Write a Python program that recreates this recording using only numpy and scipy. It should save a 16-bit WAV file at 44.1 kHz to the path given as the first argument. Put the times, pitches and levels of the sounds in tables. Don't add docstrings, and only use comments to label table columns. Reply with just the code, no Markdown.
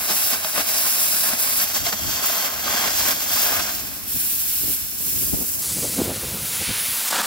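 import sys
import numpy as np
from scipy import signal
from scipy.fft import rfft, irfft, next_fast_len
from scipy.io import wavfile
from scipy.ndimage import map_coordinates

SR = 44100
rng = np.random.default_rng(int(sys.argv[2]) if len(sys.argv) > 2 else 0)


def unload_audio(sound):
    columns = np.transpose(np.atleast_2d(sound))
    steps = np.round(np.clip(columns, -1, 1) * 32767)
    wavfile.write(sys.argv[1], SR, steps.astype(np.int16))


N = 320166
TIME = np.arange(N) / SR
SIZE = next_fast_len(N + SR // 2)
HZ = np.maximum(np.arange(SIZE // 2 + 1) * SR / SIZE, 1)

# frequency_hz, level_db
ARC_SPECTRUM = [(50, -23), (140, -11), (210, 0.5), (310, 1), (430, -1.5), (650, 6), (900, 0), (1550, -1.5),
                (2100, -1), (3300, -2.5), (5000, -1.5), (15000, -15)]


def from_db(db):
    return 10 ** (np.asarray(db) / 20)


def in_time(rows):
    times_s, *columns = np.transpose(rows)
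    return [np.interp(TIME, times_s, column) for column in columns]


def pulse(centre_s, half_length_s):
    return np.exp(-((TIME - centre_s) / half_length_s) ** 2)


def filtered(x, response):
    return irfft(rfft(x, SIZE) * response, SIZE)[..., :N]


def slope(points):
    hz, db = np.transpose(points)
    return from_db(np.interp(np.log(HZ), np.log(hz), db))


def peaks(rows):
    return from_db(sum(db / (1 + (2 * (HZ - hz) / width) ** 2) for hz, width, db in rows))


def coloured(white, spectrum, band_hz=(0, SR)):
    response = slope(spectrum)
    inside = (HZ > band_hz[0]) & (HZ < band_hz[1])
    return filtered(white / np.std(white), response / np.sqrt(np.mean(response ** 2 * inside)))


def drift(rate_hz):
    step = 20
    count = N // step + 2
    hz = np.arange(count // 2 + 1) * SR / step / count
    slow = irfft(rfft(rng.standard_normal(count)) / (1 + (hz / rate_hz) ** 2), count)
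    return np.interp(np.arange(N) / step, np.arange(count), slow / np.std(slow))


def pops(per_s, spread_db=2.5):
    sizes = from_db(spread_db * np.minimum(rng.exponential(1, N), 5)) * rng.choice([-1, 1], N)
    clicks = sizes * (rng.random(N) < per_s / SR)
    return clicks / np.std(clicks)


def spells(levels, rows, attack_s, release_s):
    for start_s, end_s, *held_db in rows:
        ramp = np.minimum((TIME - start_s) / attack_s, (end_s - TIME) / release_s)
        gate = np.clip(ramp + 0.5, 0, 1)
        levels = levels + gate * (np.array(held_db)[:, None] - levels)
    return levels


def torch_levels(idle):
    # start_s, end_s, crackle_db, sizzle_db, jet_db
    burns = [(0.084, 0.13, -30.5, -23.5, -22.5), (.14, 0.33, -33.5, -26.5, -20),
             (0.45, 0.44, -22, -16, -28), (0.546, 0.62, -29, -32, -23.5), (.665, 0.88, -32, -24.5, -20.5),
             (0.788, 1.3, -33.5, -26.5, -19.5), (1.385, 1.645, -34.5, -27.5, -19),
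             (1.74, 1.782, -32, -22.5, -21.5), (1.849, 1.9, -32.5, -20.5, -23),
             (1.924, 1.938, -24.5, -23, -23), (2.067, 2.2, -34.5, -24, -25.5),
             (2.223, 2.48, -29.5, -24.5, -21.5), (2.64, 3.03, -26.5, -26.5, -26),
             (2.76, 2.92, -26.5, -24, -23.5), (2.89, 3.09, -31.5, -23, -22.5),
             (3.074, 3.128, -26.5, -23, -18), (3.19, 3.15, -31.5, -24.5, -22.5),
             (3.3, 3.59, -31.5, -23.5, -22.5), (3.45, 3.71, -32.5, -28, -24.5),
             (7.076, 7.6, -33, -25.5, -27), (7.122, 7.57, -27.5, -28, -30.5)]
    # time_s, half_length_s, crackle_db, sizzle_db, jet_db
    spurts = [(0.339, 0.017, 8, 6, 2), (1.33, 0.019, 5, 0, 5.5), (1.485, 0.051, 4.5, 0, -1.5),
              (1.602, 0.013, 1, 5, -4), (2.266, .018, 1.5, 1.5, 5), (2.985, 0.019, -2.5, 2, 3),
              (3.328, .02, 3, 0.5, 3.5), (3.49, 0.1, 5, -1.5, 3), (3.604, 0.013, 6, 2, 0),
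              (3.63, 0.018, -1.5, 6, 1.5), (3.67, .009, -1.5, 3, -1), (7.113, 0.0027, 9, 1, 1),
              (7.123, .005, 5.5, -2, 0), (7.161, .004, 5.5, 1, -3), (7.196, 0.011, 4, -0.5, 1)]
    # start_s, end_s, crackle_db, sizzle_db, jet_db
    sweeps = [(4.117, 4.797, -44.5, -31.5, -20.5), (5.01, 5.476, -47.5, -33.5, -22.5)]
    quench_s, flare_s, flare_db = 0.028, 0.1, 4
    levels = spells(np.array(in_time(idle)), sweeps, attack_s=0.12, release_s=0.13)
    levels = spells(levels, burns, attack_s=0.014, release_s=quench_s)
    lifts = sum(np.array(lift_db)[:, None] * pulse(s, half_s) for s, half_s, *lift_db in spurts)
    crackle_db, sizzle_db, jet_db = levels + lifts
    for start_s, end_s, *_ in burns:
        corners_s = [max(start_s, end_s - flare_s), end_s - quench_s / 2, end_s + quench_s / 2]
        crackle_db += np.interp(TIME, corners_s, [0, flare_db, 0])
    return crackle_db, sizzle_db, jet_db


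def torch(idle, arc_spectrum, spray_spectrum, jet_spectrum, sputter, flutter, pop_share, channels):
    crackle_db, sizzle_db, jet_db = torch_levels(idle)
    pool = 0.14 * drift(115) + 0.47 * drift(29) + 0.6 * drift(3.6)
    white = rng.standard_normal((3, channels, N))
    arc = pop_share * pops(per_s=1500) + white[0]
    arc *= from_db(sputter * (0.54 * pool + 1.47 * drift(78)))
    spray = 0.5 * pops(per_s=4000) + white[1]
    spray *= from_db(flutter * (pool + 0.5 * drift(60)))
    jet = white[2] * from_db(flutter * (1.4 * pool + 0.27 * drift(150)))
    return (coloured(arc, arc_spectrum, band_hz=(550, 2500)) * from_db(crackle_db)
            + coloured(spray, spray_spectrum, band_hz=(3500, 8000)) * from_db(sizzle_db)
            + coloured(jet, jet_spectrum, band_hz=(11000, 15800)) * from_db(jet_db))


def aimed(sound, curve, resonances):
    tremble = 1 + 0.21 * drift(rate_hz=2.7)
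    aim = np.clip(in_time(curve)[0], -1, 1) * tremble
    response = peaks(resonances)
    towards, away = filtered(sound, response), filtered(sound, 1 / response)
    return sound + np.abs(aim) * (np.where(aim > 0, towards, away) - sound)


def steel_colour(sound):
    # centre_hz, width_hz, gain_db
    bucket = [(243, 470, -2), (624, 65, 2), (810, 36, 4.5), (1056, 73, 4), (1548, 85, 6), (1680, 100, 3),
              (2780, 150, 1.5), (3720, 1800, -3)]
    # centre_hz, width_hz, gain_db
    groove = [(2630, 840, -1.5), (3320, 330, 4), (3850, 290, -3.5), (5430, 490, -3.5), (6130, 400, 2),
              (9350, 3500, -3), (11840, 640, 3), (13100, 1100, 3), (15550, 400, -3)]
    # time_s, aim (-1 out of the groove, 1 into it)
    groove_aim = [(1.605, -0.41), (1.635, 1), (3.62, 0.54), (3.8, 0.051)]
    # centre_hz, width_hz, gain_db
    plate = [(3600, 2000, -3), (7500, 3900, 2.5), (11500, 830, -1.5)]
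    # time_s, aim (1 onto the plate)
    plate_aim = [(4.85, 0), (5.05, 1)]
    sound = filtered(sound, peaks(bucket))
    sound = aimed(sound, groove_aim, groove)
    return aimed(sound, plate_aim, plate)


def delayed(sound, delay_s, order=3):
    return map_coordinates(sound, [(TIME - delay_s) * SR], order=order)


def glancing_reflection(sound):
    delay_s = 0.000837 * (1 + 0.095 * drift(rate_hz=1.5))
    return from_db(-21.5) * delayed(sound, delay_s, order=2)


def swaying(sound):
    return delayed(sound, delay_s=0.00005 * drift(rate_hz=0.67))


def echoes(rows):
    return sum(from_db(db) * np.exp(-2j * np.pi * HZ * np.array([[left_ms], [right_ms]]) / 1000)
               for left_ms, right_ms, db in rows)


def scatter(t60_s):
    t = TIME[:SR // 2]
    tail = rng.standard_normal((2, len(t))) * from_db(-60 * t / t60_s) * (t > 0.001)
    return rfft(tail / np.sqrt(np.sum(tail ** 2, axis=1, keepdims=True)), SIZE)


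def ports(stereo):
    # centre_hz, width_hz, gain_db
    left_port = [(1110, 430, 2.5), (5140, 470, -2), (7340, 820, 4.5), (11100, 670, 1), (13700, 830, -5.5)]
    right_port = [(5480, 1200, 4.5), (7450, 1900, 1.5), (11500, 850, 5), (13350, 1600, -5)]
    # frequency_hz, lag_rad
    port_phase = [(700, 0), (1550, .5), (2000, 0.44), (2300, 1.3), (2650, -0.1), (3000, 2.3), (3300, -2),
                  (4300, -1.8), (5600, -0.2), (6500, -0.1), (10800, -.2), (12200, 0.45)]
    twist = np.exp(-1j * np.interp(HZ, *np.transpose(port_phase)))
    return filtered(stereo, np.array([peaks(left_port), peaks(right_port) * twist]))


def beside_torch():
    # time_s, crackle_db, sizzle_db, jet_db
    idle = [(0, -33.5, -32, -25), (.45, -34, -31.5, -25), (1.4, -34, -28.5, -27), (1.95, -36.5, -27, -26.5),
            (2.55, -32, -31.5, -27), (3.05, -33.5, -26, -24), (3.68, -35, -27.5, -22.5),
            (3.82, -39.5, -33.5, -28), (4.08, -44.5, -38.5, -31), (4.88, -48.5, -35, -27.5),
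            (5.5, -46, -34.5, -25.5)]
    # frequency_hz, level_db
    spray = [(300, -25), (1500, -14), (3000, -2), (4000, 1), (5100, 4), (6500, 1.6), (8000, 0.5),
             (9500, -4.5), (12000, -19), (16000, -16)]
    jet = [(500, -42), (2500, -12.5), (6000, -7), (9000, -1.5), (11000, 2), (12500, 3), (14000, 2.5),
           (15600, 2.5)]
    # time_s, right_lag_ms
    bearing = [(0, 0.072), (1.6, 0.077), (1.7, 0.06), (3.7, 0.055), (4.15, 0.075)]
    # left_delay_ms, right_delay_ms, gain_db
    reflections = [(.62, 0.846, -16), (1.48, 1.323, -14.5), (4.78, 4.3, -14), (6.55, 5.6, -12.5)]
    # frequency_hz, gain_db
    scattered = [(200, -1.5), (600, -13), (1200, 0), (2400, 2.5), (3700, 1.5), (4500, -1.5), (6600, -3.5),
                 (8000, -2), (10800, -2.5), (13500, 2), (15500, 4.5)]
    # time_s, shift_db
    turned_away = [(3.7, -0.17), (4.15, 1.9)]
    sounds = torch(idle, ARC_SPECTRUM, spray, jet, sputter=0.77, flutter=1.18, pop_share=0.38, channels=3)
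    sounds = steel_colour(sounds)
    source = sounds[0] + spits() + snaps()
    source += glancing_reflection(source)
    direct = np.array([source, delayed(source, in_time(bearing)[0] / 1000)])
    reflected = filtered(swaying(source), echoes(reflections) + from_db(-14) * scatter(t60_s=0.12))
    diffuse = filtered(sounds[1:], slope(scattered))
    away = from_db(in_time(turned_away)[0])
    return from_db(-6) * ports((direct + reflected) / away + diffuse * away)


def wind(port_hz, port_db, rumble_db, tear_db, buffet_db):
    # time_s, level_db
    breeze_levels = [(0, -53.5), (1.55, -52), (1.75, -47.5), (2.18, -45.5), (2.36, -63), (2.55, -47.5),
                     (3.9, -44), (4.9, -47), (5.2, -35.5), (5.52, -44), (6.0, -33.5), (6.5, -42.5),
                     (6.93, -45.5), (7.04, -67)]
    # time_s, half_length_s, rumble_db, tearing_db
    gusts = [(1.828, 0.031, -35.5, -48), (2.066, 0.064, -36.5, -45), (4.16, 0.015, -35, -44),
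             (4.678, 0.057, -35.5, -43), (5.341, 0.016, -26, -31), (5.414, 0.034, -44, -34.5),
             (5.8, 0.044, -38, -37.5), (5.848, 0.015, -50, -28.5), (5.991, 0.013, -35, -25),
             (6.018, 0.0035, -51, -24), (6.075, 0.071, -38, -32.5), (6.239, 0.014, -42, -35),
             (6.344, 0.063, -32, -39.5), (6.618, 0.016, -33, -36), (6.7, 0.019, -24.5, -41)]
    # frequency_hz, level_db
    rumble_spectrum = [(20, -35), (45, 0), (75, 4.5), (150, -4), (260, -8), (450, -17.5), (2000, -77)]
    tear_spectrum = [(70, -12), (170, -0.5), (330, -0.5), (550, -7), (750, -11.5), (1200, -18.5),
                     (5000, -58)]
    breeze = from_db(in_time(breeze_levels)[0])
    shaking, buffets = sum(from_db([[low_db], [high_db]]) * pulse(s, half_s)
                           for s, half_s, low_db, high_db in gusts)
    eddies = rng.standard_normal((2, N)) + 0.3 * rng.standard_normal(N)
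    eddies *= from_db(2.2 * drift(20))
    tearing = rng.standard_normal((2, N)) * from_db(2.55 * drift(68))
    rumble = coloured(eddies, rumble_spectrum, band_hz=(30, 150))
    tear = coloured(tearing, tear_spectrum, band_hz=(200, 700))
    tear = filtered(tear, peaks([(port_hz, 110, port_db)]))
    return (rumble * np.hypot(breeze, shaking) * from_db(rumble_db)
            + tear * np.hypot(breeze * from_db(tear_db), buffets * from_db(buffet_db)))


def spits():
    # time_s, level_db, pitch_hz, t60_s
    drops = [(.099, -20, 393, 0.081), (.108, -26, 214, 0.14), (.335, -29, 648, .03),
             (.446, -15.5, 642, 0.099), (.578, -16, 640, 0.13), (.594, -23, 295, 0.11),
             (1.333, -18.5, 236, 0.063), (1.866, -16.5, 690, 0.053), (1.927, -20, 800, 0.038),
             (1.935, -23, 213, 0.071), (2.298, -18, 677, 0.061)]
    rise_s, overtone, crack_db, crack_decay_s = 0.0017, 0.22, 2.5, 0.0046
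    ringing, burst = np.zeros(N), np.zeros(N)
    for start_s, db, hz, t60_s in drops:
        t = np.maximum(TIME - start_s, 0)
        phase = 2 * np.pi * hz * t
        fade = from_db(-60 * t / t60_s) * (1 - np.exp(-t / rise_s))
        lopsided_wave = np.sin(phase) + overtone * fade * np.sin(2 * phase)
        ringing -= from_db(db) * fade * lopsided_wave
        burst += from_db(db) * (t > 0) * np.exp(-t / crack_decay_s)
    return ringing + burst * from_db(crack_db) * coloured(rng.standard_normal(N), ARC_SPECTRUM)


def snaps(pitch_hz=1190, decay_s=0.001):
    # time_s, peak_db
    bubbles = [(0.58, -11), (1.3083, -13), (1.475, -20), (2.153, -29), (2.243, -15), (2.681, -11.5),
               (2.742, -15), (3.206, -17), (3.369, -13), (3.528, -14), (3.6075, -17)]
    clicks = np.zeros(N)
    for start_s, db in bubbles:
        clicks[int(start_s * SR)] = from_db(db)
    t = TIME[:SR // 100]
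    swing = -np.sin(2 * np.pi * pitch_hz * t) * np.exp(-t / decay_s)
    return signal.fftconvolve(clicks, swing / np.abs(swing).max())[:N]


def nozzle_whistle(pitch_waver=0.006):
    # frequency_hz, level_db
    spectrum = [(8600, -38), (9400, -3), (9850, 6), (10200, 3), (10900, -14), (12000, -34)]
    # time_s, level_db
    strength = [(5.63, -33), (5.85, -31), (6.05, -38), (6.3, -37), (6.78, -29), (7.04, -34), (7.15, -43)]
    level_db = in_time(strength)[0] + drift(25)
    position = np.cumsum(1 + pitch_waver * drift(8.1))
    breath = coloured(rng.standard_normal(N), spectrum)
    return map_coordinates(breath, [position], order=3, mode="mirror") * from_db(level_db)


def across_bucket():
    # time_s, crackle_db, sizzle_db, jet_db
    idle = [(5.63, -41.5, -32, -30), (5.84, -48.5, -30.5, -30), (6.04, -42.5, -33, -31.5),
            (6.42, -43, -34, -30.5), (6.69, -41, -28, -30), (6.8, -41, -29, -26.5),
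            (6.95, -40.5, -32, -27.5), (7.15, -37.5, -29.5, -29)]
    # frequency_hz, level_db
    arc = [(130, -14), (220, 6), (350, -0.5), (550, 5), (860, 7.5), (1550, 10.5), (2100, 0.5), (3600, 2),
           (15000, -25)]
    spray = [(500, -58), (2000, 1), (3300, 1), (4700, 4.5), (6000, 4), (8000, 6.5), (10000, 3),
             (15000, -36)]
    jet = [(800, -20), (4000, -8), (8000, -23), (10500, 0), (12300, -1.5), (14000, 1.5), (15800, -1)]
    # centre_hz, width_hz, gain_db
    edge = [(2570, 2700, 4.5), (7500, 4400, -4), (13500, 4000, -2)]
    # time_s, aim (-1 clear of the edge, 1 onto it)
    edge_aim = [(5.65, -0.88), (5.9, -0.57), (6.08, 0.31), (6.5, 0.13), (6.7, 0.94), (6.85, 0.65),
                (7.1, 0.079)]
    # time_s, half_length_s, gain_db
    stutters = [(7.098, 0.0056, -8), (7.121, 0.003, -7), (7.224, 0.0038, -7)]
    # left_delay_ms, right_delay_ms, gain_db
    reflections = [(2.25, 2.25, -30), (9.55, 9.55, -14)]
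    sound = torch(idle, arc, spray, jet, sputter=0.9, flutter=0.8, pop_share=0.3, channels=1)[0]
    sound = aimed(sound, edge_aim, edge) + nozzle_whistle()
    sound *= from_db(sum(db * pulse(s, half_s) for s, half_s, db in stutters))
    reflected = filtered(swaying(sound), echoes(reflections)[0])
    return from_db(-0.5) * (sound + reflected)


def scene(move_s=5.62):
    near_wind = wind(port_hz=260, port_db=7, rumble_db=0, tear_db=-6.5, buffet_db=1)
    far_wind = wind(port_hz=520, port_db=5, rumble_db=-1.5, tear_db=-8, buffet_db=0.5)
    bass_cut = slope([(25, -18), (80, -2), (180, 1.5), (350, -1), (560, 1)])
    near = beside_torch() + near_wind * from_db([[2], [-2]])
    far = across_bucket() + filtered(far_wind[0], bass_cut)
    return np.where(TIME < move_s, near, far)


def record(dry):
    cutoff_hz = 15780
    return filtered(dry, 1 / np.sqrt(1 + (HZ / cutoff_hz) ** 600))


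dry = scene()
out = record(dry)
unload_audio(out)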